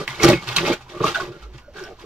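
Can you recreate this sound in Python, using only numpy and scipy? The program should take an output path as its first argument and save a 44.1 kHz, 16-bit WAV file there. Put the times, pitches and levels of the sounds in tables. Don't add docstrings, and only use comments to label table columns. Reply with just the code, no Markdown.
import sys
import numpy as np
from scipy import signal
from scipy.fft import rfft, irfft, next_fast_len
from scipy.io import wavfile
from scipy.ndimage import uniform_filter1d

SR = 44100
rng = np.random.default_rng(int(sys.argv[2]) if len(sys.argv) > 2 else 0)


def boost(x):
    u = np.asarray(x, float) / 20
    return 10 ** u


def wav_out(sig):
    wavfile.write(sys.argv[1], SR, np.round(np.clip(np.atleast_2d(sig).T, -1, 1) * 32767).astype(np.int16))


N = 90404


def evened(x):
    return x / np.sqrt(np.mean(x ** 2) + 1e-20)


def read(points, hz):
    point_hz, value = np.transpose(points)
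    return np.interp(np.log(hz + 1), np.log(point_hz + 1), value)


def add(mix, start_s, sound):
    part = mix[round(start_s * SR):][:len(sound)]
    part += sound[:len(part)]


def coloured(x, points):
    return irfft(rfft(x) * boost(read(points, np.fft.rfftfreq(N, 1 / SR))), N)


def resonate(x, hz, width):
    turn = np.exp(2j * np.pi * hz * np.arange(len(x)) / SR)
    r = np.exp(-np.pi * width / SR)
    return 2 * (turn * signal.lfilter([1 - r], [1, -r], x / turn)).real


def resonate_twice(x, hz, width):
    return resonate(resonate(x, hz, width), hz, width)


def clicks(per_s, spread_db):
    size = boost(spread_db * np.minimum(rng.exponential(1, N), 4)) * rng.choice([-1., 1.], N)
    return size * (rng.random(N) < per_s / SR)


def force(rows):
    rise_db, fall_db = 14.5, 20.5
    t, power = np.arange(N) / SR, np.zeros(N)
    for start, rise, fall, db in rows:
        late = t - start - rise
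        falling = -fall_db * (np.maximum(late, 0) / fall) ** 1.18
        power += boost(db + np.where(late < 0, rise_db * late / rise, falling)) ** 2
    return np.sqrt(power)


# (frequency [Hz], density [dB per Hz])
PAPER = [(290, -6), (600, -15.5), (1000, -7.5), (2200, -8.5), (4000, -8), (7000, -16.5), (9000, -25.5),
         (15500, -26.5)]
# (start [s], rise [s], fall [s], force [dB])
SQUEEZES = [(-.02, 0.0078, 0.088, -30.5), (.075, 0.0036, 0.15, -33.5), (.196, 0.0067, 0.022, -44),
            (.21, 0.028, 0.048, -16.5), (.26, 0.021, 0.1, -19.5), (.32, 0.015, 0.036, -41),
            (.40, 0.022, 0.12, -37.5), (.465, 0.017, 0.24, -30.5), (.56, 0.01, 0.073, -26),
            (.58, 0.0054, 0.18, -30.5), (.63, 0.045, 0.073, -24.5), (.70, 0.035, 0.013, -26.5),
            (.805, 0.0076, 0.059, -47), (.875, 0.026, 0.2, -44.5), (.95, 0.09, 0.12, -38),
            (1.035, 0.035, 0.051, -25.5), (1.055, 0.029, 0.1, -29.5), (1.14, 0.014, 0.084, -30),
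            (1.195, 0.0097, 0.1, -34), (1.3, 0.024, 0.23, -52), (1.4, 0.028, 0.048, -47),
            (1.52, 0.026, 0.053, -50), (1.57, 0.01, 0.056, -49), (1.735, 0.0087, .03, -50),
            (1.745, 0.03, 0.19, -41.5), (.14, 0.0078, .09, -37.5), (1.82, 0.027, 0.037, -47),
            (1.97, 0.036, 0.11, -47)]


def crackle():
    creases_per_s, spread_db, slide_db, level_db = 2100, 3, -5.5, -1
    ring_cycles = 2.24
    grains, t = np.zeros(N), np.arange(600) / SR
    for hz in np.geomspace(700, 14000, 24):
        grain = np.sin(2 * np.pi * hz * t) * np.exp(-t * hz / ring_cycles)
        slips = clicks(creases_per_s / 24, spread_db)
        grains += signal.oaconvolve(slips, grain * np.sqrt(hz))[:N]
    paper = evened(grains) + boost(slide_db) * rng.standard_normal(N)
    return boost(level_db) * force(SQUEEZES) * evened(coloured(paper, PAPER))


# (time [s], peak level [dB], pitch [Hz], burst length [s])
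SNAPS = [(.0785, -12, 1950, 0.00098), (0.1997, -22.5, 2270, 0.0063), (0.2324, -7, 5400, 0.0078),
         (0.2375, -14, 1600, 0.002), (0.2462, -5, 5300, .002), (0.266, -12.5, 2900, 0.0039),
         (0.299, -12.5, 4300, 0.0051), (0.332, -15, 2580, 0.0082), (0.4893, -10, 3380, 0.00087),
         (0.5636, -5.5, 3770, 0.00094), (0.5669, -10, 2430, 0.0028), (0.5688, -4.5, 3940, 0.0015),
         (0.5656, -7.5, 6010, 0.0019), (.5840, -6, 2350, 0.00092), (.808, -34.5, 1020, 0.0015),
         (1.0422, -22.5, 5150, 0.0068), (1.147, -22, 3400, 0.0041), (1.8388, -30.5, 5300, 0.0012),
         (0.0787, -16, 3900, 0.00076), (.2867, -19.5, 2120, 0.0018), (0.473, -25.5, 2950, 0.0026),
         (0.651, -22.5, 2470, 0.0041), (.8994, -43, 2180, .003), (1.0221, -31, 2600, .003),
         (1.2067, -36, 4000, 0.0026), (1.5812, -41.5, 6000, .001), (1.636, -57, 9000, 0.0011),
         (1.877, -35, 1680, 0.0012), (1.902, -46, 5960, .001), (1.996, -38.5, 3170, .002)]


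def snaps():
    level_db, edge_db, relative_width = 1, -20, 0.5
    out, t = np.zeros(N), np.arange(900) / SR
    for start, db, hz, burst in SNAPS:
        drive = rng.standard_normal(900) * np.exp(-(t / max(burst, 3e-4)) ** 2)
        drive[0] += 3.
        ring = evened(resonate_twice(drive, hz, relative_width * hz))
        sound = ring + boost(edge_db) * evened(drive)
        add(out, start, boost(db + level_db) * sound / abs(sound).max())
    return out


def stick_slip(length, db, hz, relative_width):
    t = np.arange(0, 2.02 * length, 1 / SR)
    drive = rng.standard_normal(len(t))
    noise = evened(resonate_twice(drive, hz, relative_width * hz))
    tone = 1.18 * np.sin(2 * np.pi * (hz * t + drive[0]))
    swell = np.sin(np.pi * (t / t[-1]) ** 0.6)
    return boost(db) * swell * evened(noise + tone)


# (start [s], length [s], level [dB], pitch [Hz])
RUBS = [(0.235, 0.006, -21, 1150), (.575, 0.012, -28, 1060), (.718, 0.011, -26.5, 2300),
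        (1.037, 0.0068, -14, 1106), (1.055, 0.028, -26.5, 1270), (1.145, 0.0173, -22, 1485),
        (1.197, 0.019, -28.5, 1094), (1.413, 0.032, -48, 1330), (1.578, 0.022, -50.5, 1002),
        (1.677, 0.022, -46, 563), (1.758, 0.036, -38.5, 1520), (1.815, 0.042, -42, 1510),
        (1.86, 0.048, -43.5, 696), (1.986, 0.0228, -48.5, 1000), (1.15, 0.042, -34.5, 673),
        (0.861, 0.016, -47, 1000), (.935, 0.034, -41, 1150), (1.748, 0.0207, -39.5, 414),
        (1.793, 0.038, -35.5, 378), (1.882, .035, -41, 419), (2.028, 0.018, -43, 410),
        (.081, 0.025, -36.5, 2045), (.082, 0.042, -38.5, 1000), (.203, 0.015, -27.5, 430),
        (1.002, 0.012, -29, 1060), (1.199, 0.0066, -25, 1460), (.235, 0.013, -21.5, 2250),
        (.563, 0.0054, -24, 1110), (1.062, 0.022, -29, 540), (.66, 0.039, -27, 270),
        (1.31, 0.045, -49.5, 1400), (1.3, .035, -41.5, 390), (1.24, 0.024, -40, 1000),
        (1.143, 0.011, -32, 3550), (.197, .009, -30, 2200), (.27, .02, -26, 2200), (.33, .045, -36.5, 2200),
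        (.655, 0.021, -30, 2450), (1.61, 0.048, -56.5, 1450), (1.45, .04, -51, 400),
        (1.068, .02, -31, 2800), (.69, 0.013, -24.5, 560), (.562, .006, -20, 3950),
        (1.836, .006, -44, 5200), (.91, .03, -46, 620)]


def rubs():
    out = np.zeros(N)
    for start, length, db, hz in RUBS:
        add(out, start, stick_slip(length, db, hz, 0.14))
    return out


# (time [s], peak level [dB], pitch [Hz])
KNOCKS = [(0.251, 2.5, 352), (.236, -4, 355), (0.2858, 3, 345), (0.299, -5, 608), (0.3, -13, 325),
          (0.33, -1.5, 338), (0.679, -10, 402), (0.699, -10.5, 556), (0.712, -18, 320), (0.73, -14, 394),
          (0.7, -17, 350), (0.64, -21, 380), (0.963, -20.5, 367), (1.005, -10, 340), (1.08, -15.5, 450),
          (1.0415, -6.5, 405), (1.362, -30, 375), (1.544, -32, 353)]


def knocks():
    level_db, whole_box_db, t60_s, contact_s = -2.5, -5.5, 0.053, 0.0028
    out, t = np.zeros(N), np.arange(6000) / SR
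    for start, db, hz in KNOCKS:
        ring = np.sin(2 * np.pi * hz * t)
        ring += boost(whole_box_db) * np.sin(2 * np.pi * 0.41 * hz * t)
        ring += 0.31 * np.sin(2 * np.pi * 1.58 * hz * t)
        decay = boost(db + level_db - 60 * t / t60_s)
        add(out, start, decay * np.minimum(t / contact_s, 1) * ring)
    return out


# (frequency [Hz], width [Hz], level [dB])
BOX = [(138, 80, -6), (295, 81.6, -4.5), (358.4, 38, 2.5), (392.8, 40, -9.5), (548.4, 40, -7),
       (1015, 370, -18.5), (1151, 140, -13.5)]
# (start [s], rise [s], fall [s], force [dB])
PUSHES = [(-.03, 0.022, 0.062, -20), (.12, 0.019, 0.046, -43), (.195, 0.035, 0.12, -21.5),
          (.235, 0.0065, 0.1, -14), (.29, 0.017, 0.052, -13.5), (.46, 0.062, 0.03, -33.5),
          (.56, 0.053, 0.12, -26), (.63, 0.075, 0.017, -18), (.7, 0.016, 0.03, -19),
          (.9, 0.053, 0.086, -34.5), (1.0, 0.0089, 0.064, -18), (1.04, 0.014, 0.073, -21.5),
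          (1.15, 0.077, 0.18, -32), (1.29, 0.058, 0.015, -41), (1.42, 0.087, 0.057, -48.5),
          (1.74, 0.027, 0.093, -40.5), (1.79, 0.038, 0.13, -40.5), (1.87, 0.046, 0.029, -37.5),
          (2.0, 0.048, 0.035, -40)]


def box():
    scuffs_per_s, spread_db, level_db = 500, 3, -1.5
    drive = evened(clicks(scuffs_per_s, spread_db)) + 0.23 * rng.standard_normal(N)
    body = np.zeros(N)
    for hz, width, db in BOX:
        body += boost(db) * evened(resonate_twice(drive, hz, 1.46 * width))
    return boost(level_db) * force(PUSHES) * evened(body)


# (start [s], length [s], level [dB], pitch [Hz])
ROCKS = [(.235, 0.078, -22, 130.7), (0.24, 0.088, -39, 57.6), (.46, 0.057, -35.5, 121.5),
         (.57, 0.061, -32, 165), (.66, 0.031, -63, 112), (1.0, 0.069, -38, 135), (1.28, 0.038, -43, 123),
         (1.4, 0.113, -41.5, 54.4), (1.535, 0.027, -41, 124), (0.072, 0.048, -42.5, 119),
         (1, 0.039, -41, 108), (0.34, .045, -36.5, 161), (.287, .035, -26, 220), (.415, .025, -42, 180),
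         (1.27, 0.022, -43, 152), (.76, 0.083, -52.5, 125), (1.04, 0.028, -29, 280)]


def rocks():
    out = np.zeros(N)
    for start, length, db, hz in ROCKS:
        add(out, start, stick_slip(length, db, hz, 0.13))
    return out


# (frequency [Hz], density [dB per Hz])
AIR = [(20, 3.5), (60, 2), (250, -11.5), (560, -13.5), (1500, -22.5), (6000, -29.5), (9000, -45),
       (15500, -43)]


def air():
    return boost(-49) * evened(coloured(rng.standard_normal(N), AIR))


# (frequency [Hz], t60 [s])
ROOM = [(100, 0.056), (1000, .12), (12000, 0.099)]


def room(x):
    taps = np.zeros((2, SR // 2))
    starts = np.arange(60, SR // 2 - 20, 20)
    places = starts + rng.integers(0, 20, (2, len(starts)))
    np.put_along_axis(taps, places, rng.choice([-1., 1.], (2, len(starts))), 1)
    hz, t, z = signal.stft(taps, SR, nperseg=128)
    same = np.clip(900 / (hz + 300), 0, 1)[:, None]
    z[1] = same * z[0] + np.sqrt(1 - same ** 2) * z[1]
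    decay = boost(-60 * t / read(ROOM, hz)[:, None])
    tail = signal.istft(z * (hz[:, None] > 200) * decay, SR, nperseg=128)[1]
    return boost(-5) * signal.fftconvolve(x[None], tail / np.linalg.norm(tail[0]), axes=1)[:, :N]


def ports(x, share):
    gap_s, left_db, spread, scatter_hz = 5.5e-5, -1.7, 0.6, 231
    size = next_fast_len(N + 4096)
    hz = np.fft.rfftfreq(size, 1 / SR)
    smooth = round(scatter_hz * size / SR)
    wobble = uniform_filter1d(rng.standard_normal(len(hz)), smooth)
    wobble = evened(uniform_filter1d(wobble, smooth))
    scatter = share * spread * 3.9 * hz / (hz + 4000) * np.tanh(1.5 * wobble)
    turn = np.exp(-1j * (np.pi * hz * gap_s + scatter))
    pair = irfft(rfft(x, size) * np.array([turn, 1 / turn]), size)[:, :N]
    return boost([[left_db / 2], [-left_db / 2]]) * pair


def scene():
    front, far_side = crackle(), crackle()
    near = snaps() + rubs() + knocks() + box() + rocks()
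    direct = ports(near + air(), -0.4) + ports(front, 0.78) + ports(far_side, 0.95)
    return direct + room(near + front + far_side)


# (time [s], port [0 left, 1 right], jump [full scale])
OVERFLOWS = [
    (.24042, 0, .9),
    (.25347, 1, .9),
    (.25351, 0, 1.4),
    (.28805, 1, 1.6),
    (.28815, 0, 2),
    (.29212, 0, 1),
]


def overflows(full):
    width_s = 2.6e-5
    t, jumps = np.arange(N) / SR, np.zeros((2, N))
    for start, port, jump in OVERFLOWS:
        sign = -np.sign(full[port, round(start * SR)])
        jumps[port] += sign * jump * np.exp(-((t - start) / width_s) ** 2)
    return jumps


def top_cut(x):
    return signal.sosfilt(signal.butter(12, 15690, fs=SR, output="sos"), x)


def record(dry):
    ceiling, edge_hz = 1.02, 15750
    full = np.clip(dry, -ceiling, ceiling)
    overloaded = np.clip(full + overflows(full), -ceiling, ceiling)
    edge = signal.firwin(511, edge_hz, window=("kaiser", 9), fs=SR)[None]
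    limited = signal.oaconvolve(overloaded, edge, "same")
    return top_cut(limited)


dry = scene()
out = record(dry)
wav_out(out)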